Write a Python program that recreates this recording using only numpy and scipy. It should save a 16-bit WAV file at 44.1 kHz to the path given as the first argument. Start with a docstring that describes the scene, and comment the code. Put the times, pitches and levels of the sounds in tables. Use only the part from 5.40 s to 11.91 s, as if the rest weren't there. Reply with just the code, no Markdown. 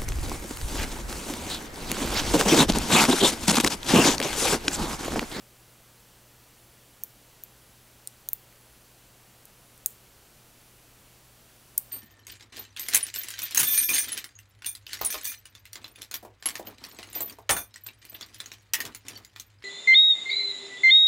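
"""Small steel magnet balls snap together between fingertips above a wooden table, heard from close by.
Each snap is a millisecond click of ringing air pockets, echoed by the table top and trailed by a short
bright room tail of dying noise. Beneath lie the camera's hiss (coloured noise), thin electronic whines
and mains hum (sines), and a once-a-second whisper (a gated narrow band of noise)."""
import sys
import numpy as np
from scipy import signal
from scipy.fft import rfft, irfft, next_fast_len
from scipy.io import wavfile
from scipy.ndimage import uniform_filter1d

SR = 44100
rng = np.random.default_rng(int(sys.argv[2]) if len(sys.argv) > 2 else 0)


def unload_wav(signal):
    """Save mono or channel-first audio to the path in sys.argv[1] as 16-bit WAV at rate SR, clipped to [-1, 1]."""
    wavfile.write(
        sys.argv[1],
        SR,
        np.round(np.clip(np.atleast_2d(signal).T, -1, 1) * 32767).astype(np.int16),
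    )


def gain_from_db(level_db):
    """Convert decibel levels to linear amplitude factors (20 dB per decade)."""
    decades = np.asarray(level_db, float) / 20
    return 10 ** decades


N = 287091


def rms_one(x):
    """Scales a signal to an rms of 1."""
    return x / np.sqrt(np.mean(x ** 2) + 1e-20)


def at_hz(hz_points, db_points, hz):
    """Reads a level curve, drawn over log frequency, at the given frequencies."""
    return np.interp(np.log(hz), np.log(hz_points), db_points)


def tones():
    """Clean sines: mains hum below, whines of the circuits above."""
    # steady hum and whines: (frequency [Hz], rms level [dB])
    steady_tones = [(59.5, -79), (120, -66), (339, -82), (7215, -86), (14430, -80), (14752, -82),
                    (15135, -83), (15600, -87), (15730, -83)]
    t = np.arange(N) / SR
    total = np.zeros(N)
    for hz, db in steady_tones:
        start_phase = rng.random()
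        total += np.sqrt(2) * gain_from_db(db) * np.sin(2 * np.pi * (hz * t + start_phase))
    return total


def whisper():
    """A narrow band of electronic noise that switches on briefly about once a second."""
    first_s, period_s, length_s = 0.17, 1.001, 0.2
    centre_hz, width_hz, level_db = 10400, 700, -71   # rms while on
    edges_hz = [centre_hz - width_hz / 2, centre_hz + width_hz / 2]
    band = signal.butter(2, edges_hz, "band", fs=SR, output="sos")
    is_on = (np.arange(N) / SR - first_s) % period_s < length_s
    gate = uniform_filter1d(1. * is_on, size=600)
    return gain_from_db(level_db) * gate * rms_one(signal.sosfilt(band, rng.standard_normal(N)))


def hiss():
    """Steady camera noise, coloured in the spectrum, with a slight regular ripple over frequency."""
    # colour of the hiss: (frequency [Hz], relative level per Hz [dB])
    hiss_colour = [(20, -13.5), (55, -5.5), (90, -12), (170, -11.5), (330, -14), (600, -14), (1000, -17.5),
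                   (1640, -20), (2400, -19.5), (3400, -21), (5000, -22), (14900, -23), (15300, -27),
                   (17000, -30)]
    level_db = -56.5   # rms
    ripple_hz, ripple_db = 1490, 0.7   # spacing and height of the ripple
    size = next_fast_len(N)
    hz = np.maximum(np.fft.rfftfreq(size, 1 / SR), 1)
    colour_db = at_hz(*np.transpose(hiss_colour), hz)
    colour_db = colour_db + ripple_db * np.cos(2 * np.pi * hz / ripple_hz)
    noise = irfft(rfft(rng.standard_normal(size)) * gain_from_db(colour_db), size)
    return gain_from_db(level_db) * rms_one(noise[:N])


def dying_noise(t60, start_s):
    """Reflections: noise that starts late, arrives in uneven bunches and dies away; energy 1."""
    lumps_db = 2.5   # rms unevenness of bunches a few ms long
    t = np.arange(int(.25 * SR)) / SR
    fade_in = np.clip((t - start_s) * 2000, 0, 1)   # half a millisecond
    tail = rng.standard_normal(len(t)) * gain_from_db(-60 * t / t60) * fade_in
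    lumps = rms_one(uniform_filter1d(rng.standard_normal(len(t)), size=90))
    tail = tail * gain_from_db(lumps_db * lumps)
    return tail / np.sqrt(np.sum(tail ** 2))


def room_walls(open_db):
    """Nearby things answer before the walls; the tail is bright, with extra sheen in one high band."""
    desk = gain_from_db(-16) * dying_noise(t60=0.063, start_s=0.0013)
    room = gain_from_db(-19) * dying_noise(t60=0.29, start_s=0.004)
    bright = signal.butter(1, 5000, "high", fs=SR, output="sos")
    sheen = signal.butter(1, (14600, 15700), "band", fs=SR, output="sos")
    walls = gain_from_db(open_db) * signal.sosfilt(bright, desk + room)
    return walls + signal.sosfilt(sheen, walls)


def snap(peak_db, pitch, knock_hz, knock_db, pockets_db, late_s):
    """A contact rings air pockets, the hollow of the hand (knock) and the fingertips, coloured by the grip.
    Returns the whole click and its first touch alone."""
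    # air pockets between cluster and cupped fingers, before pitch and grip:
    # (frequency [Hz], level [dB], decay time t60 [s])
    air_pockets = [(5050, 0, .0025), (5900, 0, .0025), (6800, 0, .0035), (7900, -1, .003), (9000, 0, .003),
                   (10300, 0, .003), (11500, -1, .003), (12800, 0, .0035), (13700, 1, .003),
                   (14600, 1, .003), (15500, 1, .0025), (16250, -6, .003)]
    # where the colour of the grip is set: (frequency [Hz])
    grip_hz = [5050, 5900, 6800, 7900, 9300, 11400, 13400, 15400]
    t = np.maximum(np.arange(600) / SR - late_s, 0)

    # levels relative to 13.4 kHz; near 15.4 kHz harder snaps carry relatively more
    top_db = -3 + 0.24 * peak_db
    colour_db = [*pockets_db, 0, top_db]
    gripped = [(pitch * hz, db + at_hz(grip_hz, colour_db, hz), t60) for hz, db, t60 in air_pockets]
    knock = (knock_hz, knock_db, 0.0037)
    push_db = -20.5 + 2.2 * peak_db   # the jolt of the fingertips grows faster than the snap
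    push = (2000, push_db, 0.002)
    hz, db, t60 = np.transpose([push, knock, *gripped])[:, :, None]
    hz = hz * (1 + .006 * rng.standard_normal(hz.shape))

    sign = (-1.) ** np.arange(len(hz))[:, None]   # neighbours swing in opposition: no holes between them
    rings = sign * gain_from_db(db - 60 * t / t60) * np.sin(2 * np.pi * hz * t)
    rings = rings * (1 - np.exp(-t / 0.00015))   # the air follows the contact within a cycle or two
    first_touch = rings.sum(axis=0)

    # the ball meets a second neighbour just after the first; only the pockets answer
    settle_s = rng.uniform(.00027, .0004)
    second_touch = np.roll(rings[2:].sum(axis=0), int(settle_s * SR))
    click = first_touch + gain_from_db(-7) * second_touch
    return gain_from_db(peak_db) * np.array([click, first_touch]) / np.abs(click).max()


def magnets():
    """Every snap, its echo from the table, scatter among the fingers and the room tail."""
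    # snaps: (time [s], peak of the direct click [dB], reflections let through by the hands [dB],
    # table echo [dB], pitch of the pockets [factor], knock [Hz], then relative to 13.4 kHz:
    # knock [dB], grip colour near 5, 5.9, 6.8, 7.9, 9.3 and 11.4 kHz [dB each])
    snap_events = [(1.636, -10.5, 0, -17, 0.99, 3470, -28, -37, -12.5, -14, -17, -10, -10),
                   (2.0366, -22.5, 2, -11, .98, 3900, -23, -30, -22, -14, -31, -27, -6),
                   (2.6737, -15.5, -1, -11, .99, 3940, -4.5, -3, -6, -4, 7, 6, 0),
                   (2.8878, -10, -1.5, -19, .97, 3980, -15, -18, -18, -8, -18, -5, -12),
                   (2.9320, -5.5, -4.5, -22, 1.035, 3700, -34, -24, -27, -19, -17, -13, -8.5),
                   (3.1259, -43.5, 0, -15, 1., 2150, 5, -11, -10, -10, -11, -9, -6),
                   (4.0541, -33, 0, -18, .98, 4000, -13, -11, -12, -12, -2, -3, -1),
                   (4.3778, -39, 0, -15, .98, 4000, -15, -14, -13, -10, -1, -1, -1),
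                   (4.4604, -2.5, 1, -9, 0.99, 3690, -17.5, -13, -15, -4.5, 0.5, -3, -1.5),
                   (6.3773, -11, -2, -19, 1., 4500, -20, -20, -13, -13, -10, -14, -8),
                   (6.3794, -1, -0.5, -15, .99, 4500, -20.5, -17.5, -15, -14.5, -9, 0.5, -6)]
    table_echo_s, hands_db, hands_t60_s = 0.00145, -13.5, 0.014
    out = np.zeros(N + SR)
    for time_s, peak_db, open_db, echo_db, pitch, knock_hz, knock_db, *pockets_db in snap_events:
        at = int(time_s * SR)
        late_s = time_s - at / SR   # the fraction of a sample left over
        click, first_touch = snap(peak_db, pitch, knock_hz, knock_db, pockets_db, late_s)
        paths = gain_from_db(hands_db + open_db) * dying_noise(hands_t60_s, start_s=0.00054)
        paths[0] += 1   # the direct sound
        paths[round(table_echo_s * SR)] += gain_from_db(echo_db)
        near = signal.fftconvolve(click, paths)
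        # heard from all sides, the two touches blur into one
        far = signal.fftconvolve(first_touch, room_walls(open_db))
        heard = near + far
        out[at:at + len(heard)] += heard
    return out[:N]


def scene():
    """One microphone feeds both channels."""
    mono = tones() + whisper() + hiss() + magnets()
    return np.tile(mono, (2, 1))


def band_limit(x):
    """A steep low-pass at the top of the band."""
    return signal.sosfilt(signal.butter(12, 17170, fs=SR, output="sos"), x)


def record(dry):
    """A steep linear-phase treble cut; the topmost band passes only around sudden attacks."""
    cut_hz, cut_order = 16380, 100
    top_band_hz, top_opens_db = 15800, 9   # the quick rise of the treble that opens the band
    size = next_fast_len(N)
    hz = np.fft.rfftfreq(size, 1 / SR)
    spectrum = rfft(dry, size) / np.sqrt(1 + (hz / cut_hz) ** cut_order)

    # split into the topmost band and all below, crossing over within 120 Hz
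    top_share = np.clip((hz - top_band_hz) / 120 + .5, 0, 1)
    below = irfft(spectrum * (1 - top_share), size)[:, :N]
    top = irfft(spectrum * top_share, size)[:, :N]

    # differencing favours the treble; its power now is set against the power just before
    power = np.diff(below, prepend=0) ** 2
    power_now = uniform_filter1d(power, size=64)
    power_before = uniform_filter1d(power, size=601, origin=300)
    rises = power_now > gain_from_db(2 * top_opens_db) * power_before
    is_open = uniform_filter1d(1. * rises, size=257) > .01   # stays open a little around each rise
    gate = uniform_filter1d(1. * is_open, size=64)
    mix = below + top * gate
    return band_limit(mix)


dry = scene()
out = record(dry)
unload_wav(out)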